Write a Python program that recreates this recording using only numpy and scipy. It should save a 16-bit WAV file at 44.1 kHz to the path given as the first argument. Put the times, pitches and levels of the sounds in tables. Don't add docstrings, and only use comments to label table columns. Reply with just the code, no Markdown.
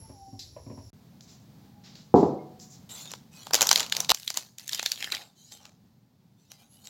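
import sys
import numpy as np
from scipy import signal
from scipy.fft import rfft, irfft, next_fast_len
from scipy.io import wavfile
from scipy.ndimage import uniform_filter1d

SR = 44100
rng = np.random.default_rng(int(sys.argv[2]) if len(sys.argv) > 2 else 0)


def generate_wav(signal):
    frames = np.transpose(np.atleast_2d(signal))
    scaled = np.clip(frames, -1, 1) * 32767
    pcm = np.round(scaled).astype(np.int16)
    wavfile.write(sys.argv[1], SR, pcm)


N = 303849
TIME = np.arange(N) / SR


# freq_hz, gain_db
JET_COLOUR = [(2800, -20), (4000, -5), (5250, 1.5), (5550, 13.5), (6150, -4.5), (7400, -1), (8300, -22),
              (9900, -17), (11000, -11), (12500, -15), (16000, -13)]
# freq_hz, gain_db
FLAME_COLOUR = [(25, -22), (60, -5), (100, 1.5), (160, -11.5), (380, -22.5), (900, -31), (1300, -38),
                (3000, -40.5), (6000, -64)]
# time_s, level_db
JET_OVERTONE_LEVEL = [(0, -55.5), (.2, -73), (.9, -71.5)]
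OVERTONE_COLOUR = [(9000, -60), (10700, -22), (11020, -8), (11350, -28), (13000, -66)]
# time_s, pitch_hz, level_db
BURNER_WHISTLE = [(0, 910, -64), (.12, 872, -64), (.16, 795, -61), (.29, 782, -55.5), (.4, 769, -63),
                  (.53, 747, -94)]
# start_s, boom_db, knock_db
KNOB_KNOCKS = [(0.094, -46.5, -51), (.279, -53, -67), (0.327, -43, -57.5), (.563, -69, -44),
               (0.664, -42, -51), (.699, -40, -44), (.722, -45, -66), (.774, -43.5, -46)]
# freq_hz, level_db, t60_s
STOVE_MODES = [(101.7, 2, 0.38), (129, 8.5, 0.049), (227.5, -2.5, 0.19), (273, -1, 0.27), (367.4, -15, 1)]
# freq_hz, gain_db
STOVE_KNOCK_COLOUR = [(200, -19), (420, 1), (600, 4.5), (800, -6.5), (1000, -2.5), (1250, -23), (2500, -23),
                      (7000, -56), (12000, -50)]
SPIT_COLOUR = [(1200, -36), (2000, -19), (3000, -19), (3900, -2), (4900, -1.0), (6300, -9),
               (7500, -11.5), (8800, -34), (12300, -20), (16000, -35)]

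# freq_hz, gain_db
ROOM_COLOUR = [(25, -28), (60, -17), (120, -1.5), (210, -3), (320, -16.5), (550, -24), (800, -22.5),
               (1200, -31), (2800, -35.5), (4300, -32), (7000, -38), (9000, -44.5), (16000, -37.5)]
# time_s, pitch_hz, level_db
ROOM_TONE = [(1.66, 814, -72), (1.78, 830, -64.5), (2.0, 830, -81)]
REVERB_COLOUR = [(200, 8.5), (900, -15), (2500, -25.5), (4500, 4.0), (7500, -0.5), (10000, -1.0), (16000, 5)]

# start_s, swish_db (lower part), hiss_db (upper part)
CLOTH_BRUSHES = [(1.207, -62, -56), (1.275, -56, -54), (1.838, -51, -58), (1.952, -56.5, -56),
                 (2.15, -47, -49), (2.2, -64.5, -65), (2.594, -60.5, -49), (2.7, -65, -51.5)]
# freq_hz, gain_db
CLOTH_COLOUR = [(1000, -16), (3000, -11.5), (3900, -4.5), (4900, -4), (7400, -7.5), (8400, -29),
                (16000, -25)]
# start_s, peak_db
TICKS = [(1.208, -38.5), (1.955, -36), (2.599, -41)]
# start_s, level_db (over the blow and boom levels)
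MUG_LANDING = [(2.1411, 0.5), (2.1590, -3.5), (2.1721, -8.5), (2.1810, -6.5), (2.2290, -3.5)]
# freq_hz, level_db, t60_s
TABLE_MODES = [(146, -8, 1), (235.8, -0.5, 0.22), (281.6, 4, 0.36), (330, -0.5, 0.61), (394, 3, .3),
               (454, -6, .22), (496, -2, 0.64), (722, 2.5, 0.31), (779, -14, 0.19), (856, -1.5, .28),
               (984, -9, 0.56), (1000, -14, 0.34), (1290, -18.5, .28)]
# freq_hz, gain_db
THUD_COLOUR = [(30, -33), (70, -15), (150, 1.5), (400, 2.5), (600, -5), (830, -4.5), (1100, -16),
               (1450, -27), (2200, -27), (4000, -43), (8000, -66)]
CUSHION_COLOUR = [(1200, -0.5), (2400, -19.5), (5000, -18.5)]
# freq_hz, level_db, t60_s
MUG_AIR_MODES = [(849, 2.5, 0.024), (1920, -27.5, 0.1), (3260, -7, 0.055), (3686, 9, 0.0069)]

# start_s, end_s
SACHET_SHOTS = [(2.892, 4.1192), (4.1192, 7)]
# start_s, length_s, strength_db, body_db and top_db (re strength),
# creasing_share (0-1)
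FINGER_RUSTLES = [(2.862, 0.16, -40.5, -14.5, -9.5, 0.03), (3.032, 0.089, -45, -12, -19, 0.33),
                  (3.307, .17, -47.5, -13, -10.5, 0.27), (3.522, 0.15, -35.5, -2, -17, 1),
                  (3.758, 0.047, -32, -3.5, -19.5, 1), (3.927, 0.094, -42.5, -1, -10, 0.73),
                  (4.13, 0.17, -52, -25, 1, 1), (4.334, 0.051, -41.5, -9, -6.5, 0.76),
                  (4.579, 0.061, -51, -16.5, -4.5, 1), (4.701, 0.065, -35.5, -22, -8.5, 0.8),
                  (4.8, 0.13, -43.5, -14, -5, 0.73), (4.948, 0.13, -42.5, -33, -7.5, 0.75),
                  (5.108, 0.04, -35, -17, -11, 0.53), (5.178, 0.035, -52.5, 1.5, -9, 0.1),
                  (5.346, 0.16, -55, -23.5, -11, 0.03), (5.507, 0.035, -46.5, -14, -10, 0.4),
                  (5.583, 0.095, -57.5, -2, -20, 0.57), (6.359, 0.13, -67.5, -14.5, -9.5, 0.13),
                  (6.495, 0.036, -53, -11.5, -9, 0.41), (6.581, 0.037, -55, -9, -8.5, 0.2),
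                  (6.69, 0.14, -60, -11, -3.5, 0.34), (6.831, 0.058, -49.5, -13, -9.5, 0.54)]
# start_s, level_db, ring_hz, body_db (re level)
SINGLE_SNAPS = [(3.1169, -37, 6300, -14), (3.1369, -37, 4300, -0.5), (3.469, -39.5, 4000, 2.5),
                (3.509, -40.5, 4460, 5.5), (3.6703, -20, 6400, -17.5), (3.6913, -15, 4900, -21),
                (3.7134, -9, 4710, -8.5), (3.7292, -16, 5200, -12), (3.759, -12, 4450, -25.5),
                (3.7766, -24, 5300, -29), (3.7967, -23.5, 4900, -24), (3.805, -21.5, 4080, -10.5),
                (3.83, -29.5, 3800, -28), (3.9238, -18, 4100, -21), (3.9505, -29.5, 4100, -29.5),
                (3.9672, -21.5, 5440, -21), (4.0037, -20, 6150, -16.5), (4.117, -17.5, 4620, 1),
                (4.1466, -25, 5570, -20), (4.278, -23, 4170, -36), (4.3028, -26.5, 5430, -12.5),
                (4.3727, -21, 6100, -13), (4.5843, -37.5, 6260, -30), (4.6788, -34, 7400, -32),
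                (4.693, -29, 5260, -40.5), (4.7473, -26, 5540, -27), (4.795, -25, 3150, -10.5),
                (4.8288, -30, 4750, -6.5), (4.861, -19, 4200, -21.5), (4.9181, -20.5, 4900, -41),
                (5.0435, -27, 3200, -26), (5.1214, -23.5, 3970, -16), (5.1491, -28, 3830, -28),
                (5.522, -43.5, 4100, -15), (5.6542, -44, 3312, -7.5), (6.5177, -42, 6100, -16),
                (6.8717, -41.5, 4790, -31)]
# main_jerk_s, level_db, ring_hz, body_db (re level)
SEAM_RIPS = [(3.5436, -13.5, 5340, -10), (3.6181, -14.5, 5900, -9), (4.103, -13.5, 4440, -11.5)]
# time_s, pitch_hz, level_db
FILM_SQUEAK = [(6.66, 10920, -85), (6.71, 11100, -65.5), (6.76, 11250, -61), (6.8, 10800, -88.5)]
# freq_hz, gain_db
BODY_COLOUR = [(60, -28.5), (200, -9.5), (400, -1.5), (800, 6), (1450, 1), (2300, -20.5)]
# freq_hz, gain_db
CRACK_COLOUR = [(1100, -23.5), (1550, -4.5), (2700, -1.5), (3800, -1), (5500, -4.5), (7400, 0),
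                (8100, -12.5), (9500, -36)]
# freq_hz, gain_db
TOP_COLOUR = [(6800, -32), (8000, -0.5), (9500, -1.5), (12500, 1), (15500, -4.5), (17000, -11)]

CUT_OUT_S, CUT_IN_S = .902, .931
HUM_TEARING_DB, HUM_POURING_DB = -53.5, -61.5
SWELL_SHARE, RELEASE_T60_S = 0.31, 0.3
JERK_GAP_S, OUTER_JERK_DB = 0.0087, -3.5
SNAP_TOP_DB, SNAP_TOP_HZ, SNAP_TOP_DB_PER_OCTAVE = -12, 4670, 9.5
WAKE_DB, WAKE_T60_S = -31, .2
STRAY_DB, STRAY_SPREAD_DB, STRAY_BODY_DB = 6, 4.5, -19.5
FACET_HZ, OPEN_HZ, OPEN_DB, OPEN_S, OPEN_WIDTH_S = 4640, 2180, 9, 5.09, 0.18
OVER_MUG_S = 4.97
TOP_HZ = 16200


def undb(db):
    return 10 ** (np.asarray(db) / 20)


def unit(x):
    return x / np.sqrt(np.mean(x ** 2) + 1e-30)


def curves(rows):
    s, *columns = np.transpose(rows)
    return [np.interp(TIME, s, c) for c in columns]


def during(rows):
    return (TIME >= rows[0][0]) & (TIME <= rows[-1][0])


def colour(x, points):
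    size = 2 * next_fast_len(len(x) // 2 + 2048)
    hz, db = np.transpose(points)
    bins = np.maximum(np.arange(size // 2 + 1) * SR / size, 1)
    gain = undb(np.interp(np.log(bins), np.log(hz), db))
    cepstrum = irfft(np.log(gain))
    cepstrum[1:size // 2] *= 2
    cepstrum[size // 2 + 1:] = 0
    return irfft(rfft(x, size) * np.exp(rfft(cepstrum)))[:len(x)]


def noise(points):
    return unit(colour(rng.standard_normal(N), points))


def fade(t60, size):
    return np.exp(-np.log(1000) * TIME[:size] / t60)


def burst(t60, size):
    return rng.standard_normal(size) * fade(t60, size)


def ring(modes, size):
    out = np.zeros(size)
    for k, (hz, db, t60) in enumerate(modes):
        out += (-1) ** k * undb(db) * np.sin(2 * np.pi * hz * TIME[:size]) * fade(t60, size)
    return out


def walk(rate):
    k = int(SR / rate)
    steps = np.repeat(rng.standard_normal(N // k + 1), k)
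    return unit(uniform_filter1d(steps, k)[:N])


def add(out, s, sound):
    i = max(int(s * SR), 0)
    out[i:i + len(sound)] += sound[:max(N - i, 0)]


def tone(rows, waver, flutter_db):
    hz, db = curves(rows)
    phase = 2 * np.pi * np.cumsum(hz * (1 + waver * walk(150))) / SR
    return np.sqrt(2) * np.sin(phase) * undb(db + flutter_db * walk(41.8)) * during(rows)


def burner(jet_db=-62, flame_db=-55):
    out = noise(JET_COLOUR) * undb(jet_db + 0.53 * walk(5.3))
    out += noise(FLAME_COLOUR) * undb(flame_db + 2 * walk(7.7))
    out += noise(OVERTONE_COLOUR) * undb(curves(JET_OVERTONE_LEVEL)[0])
    return out + tone(BURNER_WHISTLE, waver=0.0061, flutter_db=4.5)


def knob_knocks(knock_t60=0.23):
    out, size = np.zeros(N), SR // 2
    for s, boom_db, knock_db in KNOB_KNOCKS:
        knock = unit(colour(rng.standard_normal(size), STOVE_KNOCK_COLOUR)) * fade(knock_t60, size)
        add(out, s, undb(boom_db) * ring(STOVE_MODES, size) + undb(knock_db) * knock)
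    return out


def gas_spit(start_s=.392, level_db=-41, t60=0.36):
    out, size = np.zeros(N), SR // 2
    hiss = unit(colour(rng.standard_normal(size), SPIT_COLOUR))
    add(out, start_s, undb(level_db) * hiss * fade(t60, size))
    return out


def room():
    hum_db = np.where(TIME < SACHET_SHOTS[1][0], HUM_TEARING_DB, HUM_POURING_DB)
    hum = noise(ROOM_COLOUR) * undb(hum_db + 1.0 * walk(7.6))
    return hum + tone(ROOM_TONE, waver=0.023, flutter_db=3.5)


def brushes(rise_t60=0.15, fall_t60=0.39, catch_db=-6, catch_t60=0.025, patchy_db=2.5):
    strokes, size = np.zeros((2, N)), SR // 2
    slide = 2 * (1 - fade(rise_t60, size)) * fade(fall_t60, size)
    shape = slide + undb(catch_db) * fade(catch_t60, size)
    for s, swish_db, hiss_db in CLOTH_BRUSHES:
        add(strokes[0], s, undb(swish_db) * shape)
        add(strokes[1], s, undb(hiss_db) * shape)
    weave = noise(CLOTH_COLOUR)
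    low = signal.sosfiltfilt(signal.butter(4, 5400, fs=SR, output="sos"), weave)
    swish = strokes[0] * low * undb(patchy_db * walk(24.5))
    hiss = strokes[1] * (weave - low) * undb(patchy_db * walk(27))
    return swish + hiss


def cloth_ticks(tick_t60=.012):
    out = np.zeros(N)
    for s, db in TICKS:
        tick = colour(burst(tick_t60, size=2048), CLOTH_COLOUR)
        add(out, s, undb(db) * tick / np.abs(tick).max())
    return out


def mug(blow_db=-13, blow_t60=0.051, modes_db=-20, boom_db=-19, boom_t60=0.53,
        knock_hz=800, knock_db=-4, knock_t60=0.024, hollow_hz=743, hollow_db=-35, hollow_t60=1.1):
    out, size = np.zeros(N), SR
    for s, db in MUG_LANDING:
        blow = colour(burst(blow_t60, size), THUD_COLOUR)
        blow = blow / np.sqrt(np.mean(blow[:SR // 100] ** 2))
        boom = unit(colour(rng.standard_normal(size), THUD_COLOUR)) * fade(boom_t60, size)
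        add(out, s, undb(db) * (undb(blow_db) * blow + undb(boom_db) * boom))
    body = ring([(knock_hz, knock_db, knock_t60), (hollow_hz, hollow_db, hollow_t60)], size)
    add(out, MUG_LANDING[0][0], undb(modes_db) * ring(TABLE_MODES, size) + body)
    out = colour(out, CUSHION_COLOUR)
    add(out, 2.388, ring([(2147, -59.0, 0.25)], size))
    return out


def opening(s):
    return np.exp(-((s - OPEN_S) / OPEN_WIDTH_S) ** 2)


def facet_pitch(s):
    return FACET_HZ + (OPEN_HZ - FACET_HZ) * opening(s)


def snap_top(hz):
    return SNAP_TOP_DB + SNAP_TOP_DB_PER_OCTAVE * np.log2(hz / SNAP_TOP_HZ)


def loud_snaps():
    out = list(SINGLE_SNAPS)
    for s, db, hz, body_db in SEAM_RIPS:
        for k in (-1, 0, 1):
            out.append((s + k * JERK_GAP_S, db + abs(k) * OUTER_JERK_DB, hz, body_db))
    return out


def handling():
    power, size = np.zeros((4, N)), SR
    for s, length, db, body_db, top_db, creasing in FINGER_RUSTLES:
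        swell = np.minimum(TIME[:size] / (SWELL_SHARE * length), 1)
        release = np.exp(-np.log(1000) * np.maximum(TIME[:size] - length, 0) / RELEASE_T60_S)
        shares = (1, undb(body_db), undb(top_db), np.clip(creasing, 0, 1))
        for band, share in zip(power, shares):
            add(band, s, (undb(db) * share * swell * release) ** 2)
    for s, db, hz, body_db in loud_snaps():
        shares = (1, undb(body_db), undb(snap_top(hz)), 1)
        for band, share in zip(power, shares):
            add(band, s, (undb(db + WAKE_DB) * share * fade(WAKE_T60_S, size)) ** 2)
    return np.sqrt(power)


def folds(uneven_db=8):
    out, size = np.zeros(N), 4096
    bands = np.geomspace(CRACK_COLOUR[0][0], CRACK_COLOUR[-1][0], 40)
    film = np.interp(bands, *np.transpose(CRACK_COLOUR))
    turn = np.sin(np.pi * np.arange(size) / size)
    half_s = size / SR / 2
    for s in np.arange(SACHET_SHOTS[0][0] - half_s, N / SR, half_s):
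        outline = np.c_[bands, film + uneven_db * rng.standard_normal(len(bands))]
        fold = colour(rng.standard_normal(size), outline)
        add(out, s, unit(fold) * turn)
    return out


def thinned(hiss, firm, edge_hz=2900, light_db=-9, lift_db=2):
    low = signal.sosfiltfilt(signal.butter(4, edge_hz, fs=SR, output="sos"), hiss)
    light = 1 - np.clip(firm, 0, 1)
    return (hiss - low) * undb(lift_db * light) + low * undb(light_db * light)


def facets(octaves=.3, drift=0.13, cycles=28, spread_db=6.5):
    count, size = 3000, 768
    at = rng.integers(0, N, count)
    shift = octaves * rng.standard_normal(count) + drift * walk(14)[at]
    hz = facet_pitch(at / SR) * 2 ** shift
    hz = np.where(hz > 7600, hz / 2, hz)[:, None]
    strength = undb(spread_db * np.minimum(rng.exponential(size=count), 4))[:, None]
    ticks = strength * np.sin(2 * np.pi * hz * TIME[:size]) * fade(cycles / hz, size)
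    places = at[:, None] + np.arange(size)
    out = np.bincount(places.ravel(), ticks.ravel(), N)[:N]
    return out / np.sqrt(np.abs(uniform_filter1d(out ** 2, size=2000)) + 1e-4)


def crinkle(strength, body, top, creasing, per_s=700, spread_db=3.0, rub_db=-8, grain_t60=0.0086,
            crack_db=-5, facet_db=-7, body_db=-3, top_db=-4.0):
    sizes = undb(spread_db * np.minimum(rng.exponential(size=N), 5))
    power = (rng.random(N) < per_s / SR) * sizes ** 2
    power = np.abs(signal.fftconvolve(power, fade(grain_t60, size=512) ** 2)[:N])
    power = power / (uniform_filter1d(power, size=1500) + 1e-6)
    grains = unit(np.sqrt(np.abs(power) + undb(rub_db) ** 2))
    firm = creasing / (strength + 1e-9)
    grains = 1 + np.sqrt(firm) * (grains - 1)
    crack = undb(crack_db) * grains * thinned(folds(), firm)
    crack = crack + undb(facet_db + OPEN_DB * opening(TIME)) * firm * facets()
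    low = body * undb(body_db) * noise(BODY_COLOUR)
    high = top * undb(top_db) * noise(TOP_COLOUR)
    return strength * crack + grains * (low + high)


def stray_snaps(creasing, count=90, octaves=.25):
    at = np.linspace(SACHET_SHOTS[0][0] * SR, N, count, endpoint=False)
    at = (at + rng.random(count) * (at[1] - at[0])).astype(int)
    loud, high = rng.standard_normal((count, 2)).T
    db = 20 * np.log10(creasing[at] + 1e-9) + STRAY_DB + STRAY_SPREAD_DB * loud
    hz = facet_pitch(at / SR) * 2 ** (octaves * high)
    audible = db > -58
    rows = np.c_[at / SR, db, hz][audible]
    return [(s, level, pitch, STRAY_BODY_DB) for s, level, pitch in rows]


def snaps(rows, crack_t60=0.0068, body_t60=0.013, top_t60=.0065, ring_db=7, ring_width=0.2,
          flap_db=-24, flap_t60=0.14, slope_db=2, uneven_db=3.0, creak_db=-14, creak_t60=0.013):
    out, size, lead = np.zeros(N), 2048, 400
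    window = int(.0036 * SR)
    bands = np.geomspace(1000, 10000, 48)
    crack_hz, crack_gain_db = np.transpose(CRACK_COLOUR)
    film = np.interp(np.log(bands), np.log(crack_hz), crack_gain_db)
    for s, level_db, hz, body_db in rows:
        peak = ring_db * np.exp(-.5 * (np.log(bands / hz) / ring_width) ** 2)
        facet = film + peak - slope_db * np.abs(np.log2(bands / hz))
        facet = facet + uneven_db * uniform_filter1d(rng.standard_normal(len(bands)), size=2)
        ranges = [(np.c_[bands, facet], crack_t60, 0), (BODY_COLOUR, body_t60, body_db),
                  (TOP_COLOUR, top_t60, snap_top(hz))]
        for points, t60, share_db in ranges:
            creak = undb(creak_db) * burst(creak_t60, lead)[::-1]
            flap = burst(t60, size) + undb(flap_db) * burst(flap_t60, size)
            flip = colour(np.r_[creak, flap], points)
            flip_rms = np.sqrt(np.mean(flip[lead:lead + window] ** 2))
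            add(out, s - lead / SR, flip * undb(level_db + share_db) / flip_rms)
    return out


def reverb(x, wet_db=-20, t60=0.44):
    size = SR // 2
    tail = colour(burst(t60, size) * (1 - fade(0.083, size)), REVERB_COLOUR)
    return undb(wet_db) * signal.fftconvolve(x, tail / np.sqrt(np.sum(tail ** 2)))[:N]


def cavity(x, db=-39):
    return undb(db) * signal.fftconvolve(x * (TIME > OVER_MUG_S), ring(MUG_AIR_MODES, size=SR // 4))[:N]


def sachet():
    strength, body, top, creasing = handling()
    crackle = crinkle(strength, body, top, creasing)
    crackle = crackle + tone(FILM_SQUEAK, waver=0.0015, flutter_db=2)
    creases = loud_snaps() + stray_snaps(creasing)
    out = np.zeros(N)
    for start_s, end_s in SACHET_SHOTS:
        shot = (TIME >= start_s) & (TIME < end_s)
        film = snaps([row for row in creases if start_s < row[0] < end_s]) + crackle * shot
        film = film + cavity(film)
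        out += (film + reverb(film)) * shot
    return out


def scene():
    stove = burner() + knob_knocks() + gas_spit()
    table = room() + brushes() + cloth_ticks() + mug() + sachet()
    return (stove * (TIME < CUT_OUT_S) + table * (TIME > CUT_IN_S))[None]


def record(dry):
    dry = signal.sosfilt(signal.butter(2, 42, "high", fs=SR, output="sos"), dry)
    clipped = np.clip(dry, -.8, .8)
    return signal.sosfilt(signal.ellip(10, .2, 80, TOP_HZ, fs=SR, output="sos"), clipped)


dry = scene()
out = record(dry)
generate_wav(out)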